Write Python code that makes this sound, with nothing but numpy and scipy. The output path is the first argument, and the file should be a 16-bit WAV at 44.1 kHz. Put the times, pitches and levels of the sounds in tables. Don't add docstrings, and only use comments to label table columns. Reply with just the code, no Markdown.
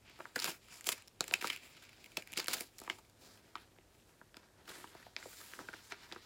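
import sys
import numpy as np
from scipy import signal
from scipy.fft import rfft, irfft, next_fast_len
from scipy.io import wavfile
from scipy.ndimage import uniform_filter1d

SR = 44100
rng = np.random.default_rng(int(sys.argv[2]) if len(sys.argv) > 2 else 0)


def unload_audio(sound):
    columns = np.transpose(np.atleast_2d(sound))
    steps = np.round(np.clip(columns, -1, 1) * 32767)
    wavfile.write(sys.argv[1], SR, steps.astype(np.int16))


N = 275625

# f/Hz, level/dB
NOISE_EQ = [(21, -52), (35, 3), (98, 2.5), (167, -2), (342, -3), (587, -6), (955, -12.5), (1090, -13.5),
            (1680, -18.5), (2660, -21), (7050, -18.5), (14800, -25), (16000, -39)]
# t/s, hold/s, body level/dB, crackle/dB, flap/dB (last two re body)
FINGER_SLIDES = [(.08, 0.073, -60.5, -24, -6), (.2, 0.081, -59.5, 0.5, -4), (.725, 0.022, -50.5, 0, -10),
                 (.96, 0.018, -57.5, -16, -15), (1.645, 0.01, -54.5, 1.5, -2),
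                 (1.78, 0.12, -58.5, -8, -6.5), (1.98, 0.15, -61.5, -3.5, -1), (2.3, 0.055, -59, -7, -7),
                 (2.82, 0.11, -60, 6.5, 1.5), (3.26, 0.008, -62.5, -1, 0), (3.32, 0.027, -64, 1.5, -2),
                 (3.45, 0.066, -66, 1, -1), (3.72, 0.098, -73.5, -2, 6), (3.94, 0.018, -68.5, 8, -4),
                 (4.09, .01, -71, 10, 0), (4.19, 0.018, -76.5, 6, -2), (4.57, 0.05, -66.5, -10.5, 1.5),
                 (4.74, 0.093, -55.5, 7, -2.5), (4.9, 0.14, -60, 1, -6), (5.31, 0.045, -58.5, 6, -9),
                 (5.42, 0.18, -57.5, 7, -9), (5.65, 0.14, -59, -2, -10), (5.84, 0.063, -64.5, 9, -15),
                 (6.03, 0.024, -55.5, 0, -9.5), (6.13, 0.16, -60, -2.5, -14)]
# t/s, hold/s, body level/dB, crackle/dB, flap/dB (last two re body)
FIBRE_RIPS = [(.363, 0.0058, -47, 3.5, -7), (.392, .005, -46, 3, -27), (.42, 0.014, -43.5, 7, -18),
              (.445, 0.04, -40.5, 6, -1.5), (.87, 0.03, -43.5, 4, -30), (1.215, 0.078, -55.5, 1, 1.5),
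              (1.335, 0.048, -50.5, -1, -4), (1.43, 0.11, -47.5, 0.5, -5), (2.178, 0.011, -47.5, -5, -5.5),
              (2.38, 0.0114, -40.5, -4, -7.5), (2.49, .055, -48, 2.5, -2.5), (2.575, 0.043, -52, 5, -5),
              (2.903, 0.022, -51, -9, 0), (3.205, 0.014, -65, 4.5, 3), (3.563, 0.066, -58.5, 3.5, -5.5),
              (4.362, 0.079, -64.5, -12.5, -0.5), (4.69, 0.027, -52.5, 5, -6), (5.175, 0.065, -56, -6, -9),
              (5.595, .015, -56.5, -13, 7.5), (5.918, 0.0021, -50, -22, -17)]
# t/s, level/dB, length/ms, ring f/Hz, flap trim/dB, bite trim/dB, crackle trim/dB
CREASE_SNAPS = [(0.1888, -46, 2.5, 584, 9, -12, -5), (0.1999, -44, 2.6, 800, 13.5, -26, -15),
                (0.2043, -39, 2.7, 875, -2, -36, -18), (0.2538, -39, 2.3, 1090, -2.5, -11, -27),
                (0.3578, -26.5, 6.3, 1440, 0, 5, -2.5), (0.389, -34, 6.8, 4760, -23, -10, -8),
                (0.3992, -30, 2.8, 4500, -37, -11, 2), (0.423, -34, 3.8, 4850, -10, -14, -7),
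                (0.4432, -19, 1.55, 5560, -9, -2, 0), (0.478, -30, 4.2, 840, -1, -1, -18),
                (0.518, -49, 2, 3970, -15, 4, -1), (0.8092, -46.5, 1.3, 1560, -13, -17, 10.5),
                (0.843, -45, 1.2, 2610, 4, -3, 9), (0.867, -37, 4.9, 2670, 1.5, -5, 9),
                (0.8892, -21, 2.38, 3300, -7.5, 16, 0), (0.9167, -34.5, 12, 2100, -9, 20, 3),
                (0.9237, -40, 8.2, 2180, -12, 2, -9), (1.022, -49.5, 1.26, 2450, -22, 4, 3),
                (1.0758, -45.5, 1.4, 5400, -19, 3, -3), (1.0804, -42, 1.2, 5440, -24, 3, 0),
                (1.2068, -16.5, 1.94, 5430, -4.5, 1, -5), (1.2409, -34.5, 1.27, 2400, 0, 41, 4.5),
                (1.279, -35, 3.8, 1530, -16, 25, 1.5), (1.3111, -29, 1.17, 2240, 5.5, 7, -16),
                (1.3208, -37.5, 13.3, 537, -3, -26, -6), (1.3377, -16, 3, 2310, -37, 5, -7),
                (1.4096, -38, 11, 2140, -20, 8, -3.5), (1.4243, -32.5, 1.55, 1660, 1.5, 2, -1),
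                (1.4432, -26, 3.1, 950, -4.5, -5.5, -37), (1.4723, -29, 1.08, 2320, -16, 5, 5.5),
                (1.4785, -41, 3.4, 2380, -24, 0, 2), (1.4993, -26, 4.8, 2320, -12.5, 2.5, -8),
                (1.5276, -43.5, 5.8, 2500, -19, -12, 3), (1.5615, -37, 2.35, 2370, -31, 6, 1.5),
                (1.8377, -49, 1.3, 1610, -18, 2, 5), (1.8915, -50.5, 3.7, 2350, -22, 5, -0.5),
                (2.0425, -45, 1.26, 2500, -19, -3, 3), (2.0587, -49, 5.5, 2280, -1, 5, -2),
                (2.1692, -25.5, 5.1, 2820, -3.5, 14, -5.5), (2.2216, -47.5, 4.4, 2230, -19, 0, -1),
                (2.2739, -44.5, 1.1, 2330, -13, -4, 3), (2.2992, -58, 1.9, 2330, -14, -3, -7),
                (2.3201, -52.5, 2.9, 2450, 7, 0, 11), (2.3299, -39, 1.3, 2240, -24, 3, 1),
                (2.3358, -32, 0.69, 2390, -24, 1, 2), (2.36, -46, 2, 2400, -16, -11, -8),
                (2.3727, -26.5, 3.4, 3000, -5.5, 23, -5.5), (2.377, -30, 1.75, 2440, -13, -3, 4),
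                (2.384, -34.5, 4.1, 4900, 1, -19, -5), (2.398, -44, 1.4, 730, 2, -10, -13),
                (2.4431, -38, 1.9, 2200, -5, 11, 2), (2.4595, -40, 1.4, 4000, -23, -9, -5),
                (2.4705, -42, 1.7, 1370, -24, 0, 4.5), (2.482, -24.5, 2.38, 1240, -7, 15, 0),
                (2.503, -55, 3.7, 2400, -10, 3, -8), (2.5307, -30.5, 14.5, 4250, -12, 16, 3),
                (2.568, -45, 1.3, 3500, -2, -6, 6), (2.6068, -38, 3.1, 2610, 4, 4, 9.5),
                (2.7829, -45, 3.7, 5250, -23, -13, 6), (2.7883, -47.5, 4.3, 4800, -11, 3, 6),
                (2.8003, -48, 2.3, 5190, -3, -4, 11), (2.8149, -41.5, 3.3, 596, 2.5, -8, -2),
                (2.8369, -42.5, 1.7, 517, -18, -4, 2), (2.8763, -33.5, 1.7, 950, 0.5, -9, -22),
                (2.8984, -23.5, 3.15, 2110, -7, 4, -15.5), (2.9827, -50.5, 11.4, 640, -3, -2.5, -2),
                (3.0965, -59, 3, 520, -9, 5, 4), (3.5541, -28, 2.5, 915, -5, 5.5, -39),
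                (3.5591, -47.5, 6, 980, -9, -15.5, -2), (3.5726, -46, 1.4, 1710, -21, -23, -31),
                (3.7857, -48.5, 0.77, 1920, 5.5, -2, -15), (4.2133, -46, 1.58, 900, 7, -17, -12.5),
                (4.3433, -39.5, 1.2, 520, -11, 10, -17), (4.3682, -37, 2.7, 1670, -6.5, 33, -5),
                (4.6772, -44, 4.3, 1370, -2, 13, -1), (4.6896, -47.5, 8.3, 3340, 1, -10, 7),
                (4.8418, -37.5, 1.2, 890, -0.5, -19, -22), (4.9498, -41, 2.2, 530, 6.5, -16, -12),
                (5.0241, -55, 9.1, 1750, -5, 2, -14), (5.0654, -42, 1.8, 535, 0, -18, -15),
                (5.1643, -26.5, 1.82, 2080, -10, 7, -35), (5.2265, -45, 2.3, 1640, -1, -8, -15.5),
                (5.2539, -51.5, 4.6, 520, 12.5, -21, -21), (5.5355, -37.5, 0.78, 1780, 0, -18.5, -27),
                (5.5902, -35.5, 0.7, 1180, 1.5, -20, -14), (5.6017, -46.5, 2.2, 526, 2, -20, -14),
                (5.6855, -39.5, 3.75, 1530, 0.5, -6, -30), (5.7303, -47, 2.5, 1230, -2, -2, -1),
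                (5.7357, -44, 4.8, 1510, 2, -28, -41), (5.9199, -33, 4.7, 1620, -4, 7, -16),
                (6.1154, -42.5, 0.95, 1860, 5.5, -8, -14), (6.1227, -33, 3.9, 580, -6, 9, -17.5),
                (6.1277, -45, 2.4, 1140, -2, 11, -18), (6.1594, -44.5, 3.6, 1230, 8, -7, -32)]
# f/Hz, width/Hz, level/dB
GAP_MODES = [(2320, 546, 1), (4960, 1100, -5.5), (7340, 920, 1.5), (10000, 1500, -1.5), (12230, 910, -1),
             (14900, 1300, 4)]
# f/Hz, width/Hz, level/dB
POCKET_MODES = [(353, 120, -8.5), (950, 120, -10.5), (1545, 776, -1)]
# t/s, gap level/dB, pocket level/dB
HOLLOW_SENDS = [(0, 12, 3), (.3, 4, 12), (.7, 10.5, 3.5), (.9, 2.5, -3.5), (1.2, 7, 9.5), (1.4, 2.5, 4),
                (1.6, 13.5, 4), (2.3, 5.5, -1), (2.6, -2.5, 2), (2.9, 10.5, 11), (3.3, -10, 1.5),
                (3.6, 8, 20), (4.4, -8.5, 10.5), (5.0, -38, 6), (5.3, -3, -1), (5.6, -26, 4.5),
                (6.25, -9, 7)]
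# f/Hz, level/dB
PAPER_EQ = [(200, 0.5), (400, 1), (900, -0.5), (1600, -2), (2500, -1.5), (4000, 5), (6000, 0), (9000, -3),
            (12000, -5.5), (16000, -11)]

BANDS_HZ = (150, 700, 6000, 17500)
HELD_DB = (-82, -74, -78)


def from_db(db):
    return 10 ** (np.asarray(db) / 20)


def rms_one(x):
    return x / np.sqrt(np.mean(x ** 2) + 1e-20)


def equalise(x, curve):
    size = next_fast_len(N)
    hz = np.maximum(np.arange(size // 2 + 1) * SR / size, 1)
    curve_hz, curve_db = np.transpose(curve)
    gain = from_db(np.interp(np.log(hz), np.log(curve_hz), curve_db))
    return irfft(rfft(x, size) * gain, size)[:N]


def resonance(x, hz, width_hz):
    r = np.exp(-np.pi * width_hz / SR)
    poles = [1, -2 * r * np.cos(2 * np.pi * hz / SR), r * r]
    return signal.lfilter(np.array([1, 0, -1]) * (1 - r * r) / 2, poles, x)


def paper_bands(flap, body, crackle):
    return [signal.sosfilt(signal.butter(3, BANDS_HZ[k:k + 2], "band", fs=SR, output="sos"), x + 1e-18)
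            for k, x in enumerate((flap, body, crackle))]


def drift(rate_hz):
    r = np.exp(-2 * np.pi * rate_hz / SR)
    return rms_one(signal.lfilter([1], [1, -2 * r, r * r], rng.standard_normal(N + SR))[SR:])


def room_tone(hiss_db=-68.5, hum_db=-76.5):
    hiss = rms_one(equalise(rng.standard_normal(N), NOISE_EQ))
    hum = rms_one(resonance(rng.standard_normal(N), hz=102.1, width_hz=13))
    return from_db(hiss_db) * hiss + from_db(hum_db) * hum


def strokes(rows, rise_db_per_s, fall_db_per_s):
    t = np.arange(0, N + 64, 64) / SR
    power = 0
    for start, hold, body_db, crackle_db, flap_db in rows:
        attack_db = rise_db_per_s * np.maximum(start - t, 0)
        release_db = fall_db_per_s * np.maximum(t - start - hold, 0)
        band_db = body_db + np.array([[flap_db], [0], [crackle_db]])
        power = power + from_db(band_db - attack_db - release_db) ** 2
    return np.array([np.interp(np.arange(N) / SR, t, band) for band in power])


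def hand_effort():
    slides = strokes(FINGER_SLIDES, rise_db_per_s=169, fall_db_per_s=135)
    rips = strokes(FIBRE_RIPS, rise_db_per_s=896.5, fall_db_per_s=291)
    return 10 * np.log10(slides + rips + from_db(HELD_DB)[:, None] ** 2)


def rustle(effort_db, grains_per_s=6000, slide_db=-58, rip_db=-44, spread_db=3, clump_db=3, swell_db=1):
    roughness = np.clip((effort_db[1] - slide_db) / (rip_db - slide_db), .25, 1)
    sizes = from_db(spread_db * roughness * np.minimum(rng.exponential(1, N), 4))
    grains = sizes * rng.choice([-1, 1], N) * (rng.random(N) < grains_per_s / SR)
    grains /= np.sqrt(uniform_filter1d(grains ** 2, size=2000) + 1e-9)
    finger_hiss = 0.13 * rng.standard_normal(N)
    clumps = from_db(clump_db * roughness * drift(rate_hz=200) + swell_db * drift(rate_hz=20))
    texture = (grains + finger_hiss) * clumps
    bands = paper_bands(texture, texture, texture)
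    return sum(from_db(db) * rms_one(band) for db, band in zip(effort_db, bands))


def shifting_folds(x, depth_db=2.2, rate_hz=8):
    edges_hz = np.minimum(600 * 2 ** np.arange(0, 5.1, .5), 18000)
    out = x
    for low, high in zip(edges_hz, edges_hz[1:]):
        band = resonance(x, np.sqrt(low * high), high - low)
        out = out + (from_db(depth_db * drift(rate_hz)) - 1) * band
    return out


def faint_creases(body_db, count=45, lift_db=7, spread_db=0.5):
    rows = []
    for when, size, length, pitch in rng.random((count, 4)):
        level_db = body_db[int(when * N)] + lift_db + spread_db * (2 * size - 1)
        rows.append((when * N / SR, level_db, 5 * (0.36 + length), 900 * 3.5 ** pitch, -5, 4, -2))
    return rows


def snaps(rows, ring_q=1.74, bite_db=3, flap_db=10, flap_stretch=1.91):
    span = 2048
    t = np.arange(span) / SR
    tracks = np.zeros((3, N + span))
    for start, level_db, ms, hz, flap_trim, bite_trim, crackle_trim in rows:
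        body_noise, flap_noise, crackle_noise = rng.standard_normal((3, span))
        length_s = ms / 1000
        age = t / length_s
        burst_shape = age ** 1.3 * np.exp(-3.5 * age)
        flap_shape = age ** 1.95 * np.exp(-3.5 * age / flap_stretch)
        click = np.zeros(span)
        click[np.argmax(burst_shape)] = np.linalg.norm(burst_shape) / max(ms, 1)
        burst = body_noise * burst_shape + click
        ring = resonance(resonance(burst, hz, hz / ring_q), hz, 2 * hz / ring_q)
        bite = from_db(bite_db + bite_trim) * rms_one(burst)
        body = rms_one(rms_one(ring) + bite)
        flap = from_db(flap_db + flap_trim) * rms_one(flap_noise * flap_shape)
        crackle = from_db(crackle_trim) * rms_one(crackle_noise * burst_shape + click)
        gain = from_db(level_db) * np.sqrt(length_s * SR / span)
        onset = round(start * SR)
        tracks[:, onset:onset + span] += gain * np.array([flap, body, crackle])
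    out = sum(paper_bands(*tracks[:, :N]))
    for pole in (.93, .93, .88):
        out = signal.lfilter([-pole, 1], [1, -pole], out)
    return out


def trapped_air(x, coupling_db):
    times, *sends = np.transpose(HOLLOW_SENDS)
    gap_db, pocket_db = [np.interp(np.arange(N) / SR, times, send) for send in sends]
    overtones_db = 0.43 * gap_db - 1.5
    out, power = x, 1
    for modes, send_db in ((GAP_MODES[:1], gap_db), (GAP_MODES[1:], overtones_db),
                           (POCKET_MODES, pocket_db)):
        gain = from_db(send_db + coupling_db)
        ringing = sum(from_db(db) * resonance(x, hz, width_hz) for hz, width_hz, db in modes)
        out = out + gain * ringing
        power = power + 0.62 * gain ** 2
    return out / np.sqrt(power)


def room_tail(x, t60_s=0.12, wall_cut_hz=7200):
    size = next_fast_len(N + SR // 2)
    omega = 2 * np.pi * np.arange(size // 2 + 1) / size
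    damping = 1 / (1 + 1j * omega * SR / (2 * np.pi * wall_cut_hz))
    lags = (np.geomspace(.0031, .0291, num=16) * SR).astype(int)
    walls = 0
    for k, lag in enumerate(lags):
        bounce = from_db(-60 * lag / SR / t60_s) * damping * np.exp(-1j * omega * lag)
        walls = walls + (-1) ** k * bounce / (1 - bounce)
    return irfft(rfft(x, size) * walls, size)[:N]


def scene(tail_db=-22.5):
    effort_db = hand_effort()
    rubbing = shifting_folds(rustle(effort_db))
    creases = snaps(CREASE_SNAPS + faint_creases(body_db=effort_db[1]))
    paper = trapped_air(rubbing, coupling_db=6) + trapped_air(creases, coupling_db=2)
    paper = equalise(paper, PAPER_EQ)
    return (paper + from_db(tail_db) * room_tail(paper) + room_tone())[None]


def record(dry):
    return signal.sosfilt(signal.cheby2(16, 70, 16800, fs=SR, output="sos"), dry)


dry = scene()
out = record(dry)
unload_audio(out)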